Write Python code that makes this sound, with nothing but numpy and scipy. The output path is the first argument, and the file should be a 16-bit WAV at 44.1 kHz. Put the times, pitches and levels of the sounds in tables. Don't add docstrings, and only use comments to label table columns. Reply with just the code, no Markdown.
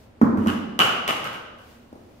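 import sys
import numpy as np
from scipy import signal
from scipy.fft import rfft, irfft
from scipy.io import wavfile
from scipy.ndimage import uniform_filter1d, minimum_filter1d

SR = 44100
rng = np.random.default_rng(int(sys.argv[2]) if len(sys.argv) > 2 else 0)


def generate_wav(sig):
    pcm = np.round(np.clip(np.atleast_2d(sig).T, -1, 1) * 32767).astype(np.int16)
    wavfile.write(sys.argv[1], SR, pcm)


N = 97020

# start_s, boom_db, pitch_hz, swell_s, wall_rattle_db
THUMPS = [(0.2132, -3.5, 233.5, 0.021, 16.5), (0.3713, -12.5, 225, .014, 6.5),
          (0.4590, -13, 212, 0.019, 10.5)]
# freq_hz, level_db
WALL_COLOUR = [(40, -25.5), (100, -10.5), (170, 6.5), (290, 15), (400, 8), (650, 0), (1120, 4.5),
               (1600, -6.5), (2200, -17), (2900, -31.5), (6500, -34), (10000, -42), (15000, -34.5)]
BOOM_FALL_S, BOOM_ROOM_DB, BOOM_PAN_DB, BOOM_LAG_S = 0.002, -4, 1, -0.0001
PUSH_HZ, PUSH_DB, PUSH_PEAK_S = 93.3, -33.5, 0.018
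WALL_FALL_S, WALL_RISE_S, WALL_ROOM_DB = 0.011, 0.00022, 0.5
THUMP_RIGHT_DB = 0.9


def thumps():
    out = np.zeros((2, N))
    t = np.arange(SR // 5) / SR
    for start_s, boom_db, pitch_hz, swell_s, wall_db in THUMPS:
        swell = np.minimum(t / swell_s, 1)
        fall = np.exp(-np.maximum(t - swell_s, 0) / BOOM_FALL_S)
        boom = amp(boom_db) * swell * fall * np.sin(2 * np.pi * pitch_hz * t)
        push_shape = t / PUSH_PEAK_S * np.exp(1 - t / PUSH_PEAK_S)
        push = amp(PUSH_DB) * push_shape * np.sin(2 * np.pi * PUSH_HZ * t)
        rattle = amp(wall_db) * coloured(crunch(WALL_FALL_S, WALL_RISE_S), WALL_COLOUR)
        low = placed(boom + push, room_db=BOOM_ROOM_DB, pan_db=BOOM_PAN_DB, lag_s=BOOM_LAG_S)
        add(out, start_s, low)
        add(out, start_s, placed(rattle, room_db=WALL_ROOM_DB))
    return out * amp([[-THUMP_RIGHT_DB], [THUMP_RIGHT_DB]])


# start_s, body_db, hollow_db, ring_db, tick_db, fall_s, rise_s
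CLACKS = [(0.37, -18, -15, -35, -9.5, 0.024, 0.0066), (0.408, -15, -13, -29, -9, .03, 0.03),
          (0.4696, 6, 8.5, -7, 7, 0.0057, 0.00059), (0.7896, 22, 16, 10.5, 20, 0.00167, 0.0012),
          (1.0759, 16.5, 8, -0.5, 14.5, 0.0047, .001), (1.2403, 6.5, 10.5, -17, 3.5, 0.0036, 0.00088),
          (1.3293, -2.5, 7, -22, -4.5, 0.0025, .0006), (1.58, -27, -11, -35, -17, 0.013, .003)]
# freq_hz, level_db
BODY_COLOUR = [(40, -36), (130, -2.5), (250, -2), (550, -0.5), (850, 3), (1280, 6), (1800, -3),
               (2400, -3.5), (3300, -5.5), (4200, -18), (15000, -57)]
# freq_hz, level_db
HOLLOW_COLOUR = [(100, -41), (600, -16), (850, -5), (1120, 1.5), (1350, 2), (1580, 1.5), (1900, -14.5),
                 (4000, -41)]
# freq_hz, level_db
TICK_COLOUR = [(100, -33), (2000, -4), (4000, -12), (6300, -13.5), (8000, -15.5), (10500, -17.5),
               (13000, -14.5), (15000, -21), (16000, -36)]
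# freq_hz, level_db, t60_s
RING_MODES = [(2562, -37, 0.09), (2792, -9.5, 0.011), (2904, -15, 0.037), (2975, -20, 0.017),
              (3270, -69, 0.0083)]
BODY_DIRECT_DB, RING_DIRECT_DB, TICK_DIRECT_DB = -10, -15, -5.5
BODY_ECHO_DB, RING_ECHO_DB, TICK_ECHO_DB = -7.5, -6.5, -16.5
RING_ROOM_DB, RING_RISE_S, TICK_PAN_DB = -2.5, 0.0013, 3.5


def clacks():
    out = np.zeros((2, N))
    t = np.arange(SR // 10) / SR
    for start_s, body_db, hollow_db, ring_db, tick_db, fall_s, rise_s in CLACKS:
        dull = amp(body_db) * coloured(crunch(fall_s, rise_s), BODY_COLOUR)
        hollow = amp(hollow_db) * coloured(crunch(fall_s, rise_s), HOLLOW_COLOUR)
        tick = amp(tick_db) * coloured(crunch(fall_s, rise_s), TICK_COLOUR)
        ring = amp(ring_db) * modes(t, RING_MODES) * np.minimum(t / RING_RISE_S, 1)
        add(out, start_s, placed(dull + hollow, BODY_DIRECT_DB, echo_db=BODY_ECHO_DB))
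        add(out, start_s, amp(hollow_db) * tub_linger())
        add(out, start_s, placed(ring, RING_DIRECT_DB, RING_ROOM_DB, RING_ECHO_DB))
        add(out, start_s, placed(tick, TICK_DIRECT_DB, echo_db=TICK_ECHO_DB, pan_db=TICK_PAN_DB))
    return out


# freq_hz, level_db, t60_s
TUB_MODES = [(995, -55.5, 1), (1090, -52, .9), (1222, -59, .9), (1280, -53, 1), (1420, -55, 0.68),
             (1450, -65, 0.83), (2020, -71, .7), (2530, -59.5, 0.56), (3040, -51, 0.23), (3060, -62, 0.63)]
TUB_MODE_RISE_S = 0.011


def tub_linger():
    t = np.arange(SR) / SR
    return modes(t, TUB_MODES, random_phase=True) * np.minimum(t / TUB_MODE_RISE_S, 1)


def modes(t, table, random_phase=False):
    total = 0
    for hz, db, t60_s in table:
        cycles = rng.random((2, 1)) if random_phase else 0
        decay = np.exp(-np.log(1000) * t / t60_s)
        total = total + amp(db) * decay * np.sin(2 * np.pi * (hz * t + cycles))
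    return total


# start_s, level_db, fall_s
STEPS = [(1.926, -3.5, 0.0098), (1.951, -5.5, 0.038), (2.011, -12, 0.038)]
# freq_hz, level_db
STEP_COLOUR = [(50, -14.5), (130, -4.5), (230, 11), (400, 4), (650, 1.5), (1100, -9), (1600, -21.5),
               (2500, -30), (7000, -32.5), (15000, -36.5)]
STEP_ROOM_DB, STEP_RISE_S = -3, 0.00053


def steps():
    out = np.zeros((2, N))
    for start_s, level_db, fall_s in STEPS:
        step = amp(level_db) * coloured(crunch(fall_s, STEP_RISE_S), STEP_COLOUR)
        add(out, start_s, placed(step, room_db=STEP_ROOM_DB))
    return out


# time_s, level_db
RUSTLE_LEVEL = [(0, -60), (.04, -61.5), (0.138, -78.5), (1.5, -83.5), (1.618, -61.5), (1.71, -56),
                (1.801, -63), (1.9, -68), (1.971, -65.5), (2.08, -65.5), (2.2, -64)]
# freq_hz, level_db
RUSTLE_COLOUR = [(200, -3.5), (900, -1), (2500, -0.5), (5500, -4), (9000, -10.5), (13500, -9.5),
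                 (15500, -8)]


def rustle():
    level_db = np.interp(np.arange(N) / SR, *np.transpose(RUSTLE_LEVEL))
    return noise(RUSTLE_COLOUR, 400) * amp(level_db)


# freq_hz, level_db
AIR_COLOUR = [(20, -12.5), (45, -10), (70, -1.5), (120, -3.5), (170, -14), (235, -1), (300, -10.5),
              (550, -11), (900, -18), (1400, -23), (2800, -29.5), (7000, -41.5), (15000, -48.5)]
AIR_DB = -51.5


def still_air():
    return amp(AIR_DB) * noise(AIR_COLOUR, 450)


# freq_hz, t60_s
ROOM = [(80, 0.85), (230, 1.25), (500, 1.35), (1200, 0.97), (2900, 0.97), (5000, 0.82), (8000, 0.57),
        (14000, 0.42)]
ROOM_GAP_S, ROOM_BUILD_S = 0.00067, 0.0085


def tail():
    hz, t, z = signal.stft(rng.standard_normal((2, 3 * SR // 2)), SR, nperseg=512)
    same = np.clip(read([(150, 1.0), (280, 0.78), (500, 0)], hz), 0, 1)[:, None]
    right = same * z[0] + np.sqrt(1 - same ** 2) * z[1]
    decay = amp(-60 * t / read(ROOM, hz)[:, None])
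    x = signal.istft(np.array([z[0], right]) * decay, SR, nperseg=512)[1]
    x = x * np.clip((np.arange(x.shape[1]) / SR - ROOM_GAP_S) / ROOM_BUILD_S, 0, 1)
    return x / np.linalg.norm(x[0])


# delay_s, level_db, right_ear_lag_s
ECHOES = [(0.0127, 1, .0003), (.0240, 1, -0.0057), (.0300, 2.5, .0004)]
LAG_S = 0.00033


def placed(x, direct_db=0, room_db=0, echo_db=None, pan_db=0, lag_s=LAG_S):
    out = amp(room_db) * signal.fftconvolve(x[None], tail(), axes=1)
    paths = [(0.00085, direct_db, lag_s)]
    if echo_db is not None:
        paths += [(delay_s, db + echo_db, lag) for delay_s, db, lag in ECHOES]
    for delay_s, db, lag in paths:
        add(out[0], delay_s, amp(db - pan_db) * x)
        add(out[1], delay_s + lag, amp(db + pan_db) * x)
    return out


def crunch(fall_s, rise_s, size=8192):
    t = (np.arange(size) + 1) / SR
    fade = np.exp(-t / fall_s) * (1 - np.exp(-t / rise_s))
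    x = rng.standard_normal(size)
    for _ in range(3):
        z = rfft(x * fade)
        x = irfft(z / (abs(z) + 1e-12))
    x = x * np.sqrt(fade)
    return x / np.linalg.norm(x)


def coloured(x, points, size=4096):
    log_gain = np.log(amp(read(points, abs(np.fft.fftfreq(size, 1 / SR)))))
    taps = np.fft.ifft(np.exp(np.conj(signal.hilbert(log_gain)))).real
    return signal.fftconvolve(x, taps[:size // 2])


def noise(points, same_below_hz):
    hz = np.fft.rfftfreq(N, 1 / SR)
    left, other = rfft(rng.standard_normal((2, N)))
    same = 1 / (1 + (hz / same_below_hz) ** 2)
    right = same * left + np.sqrt(1 - same ** 2) * other
    x = irfft(np.array([left, right]) * amp(read(points, hz)), N)
    return x / x.std()


def amp(db):
    return 10 ** (np.asarray(db) / 20)


def read(points, hz):
    f, value = np.transpose(points)
    return np.interp(np.log(hz + 1), np.log(f), value)


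def add(mix, start_s, sound):
    part = mix[..., max(round(start_s * SR), 0):][..., :sound.shape[-1]]
    part += sound[..., :part.shape[-1]]


def scene():
    return thumps() + clacks() + steps() + rustle() + still_air()


LIMIT_LEVEL, EDGE_HZ = 0.93, 15700


def record(dry):
    gain = np.minimum(1, LIMIT_LEVEL / (abs(dry).max(0) + 1e-9))
    limited = dry * uniform_filter1d(minimum_filter1d(gain, size=129), size=129)
    low_pass = signal.firwin(511, EDGE_HZ, window=("kaiser", 9), fs=SR)
    return signal.oaconvolve(limited, low_pass[None], "same")


dry = scene()
out = record(dry)
generate_wav(out)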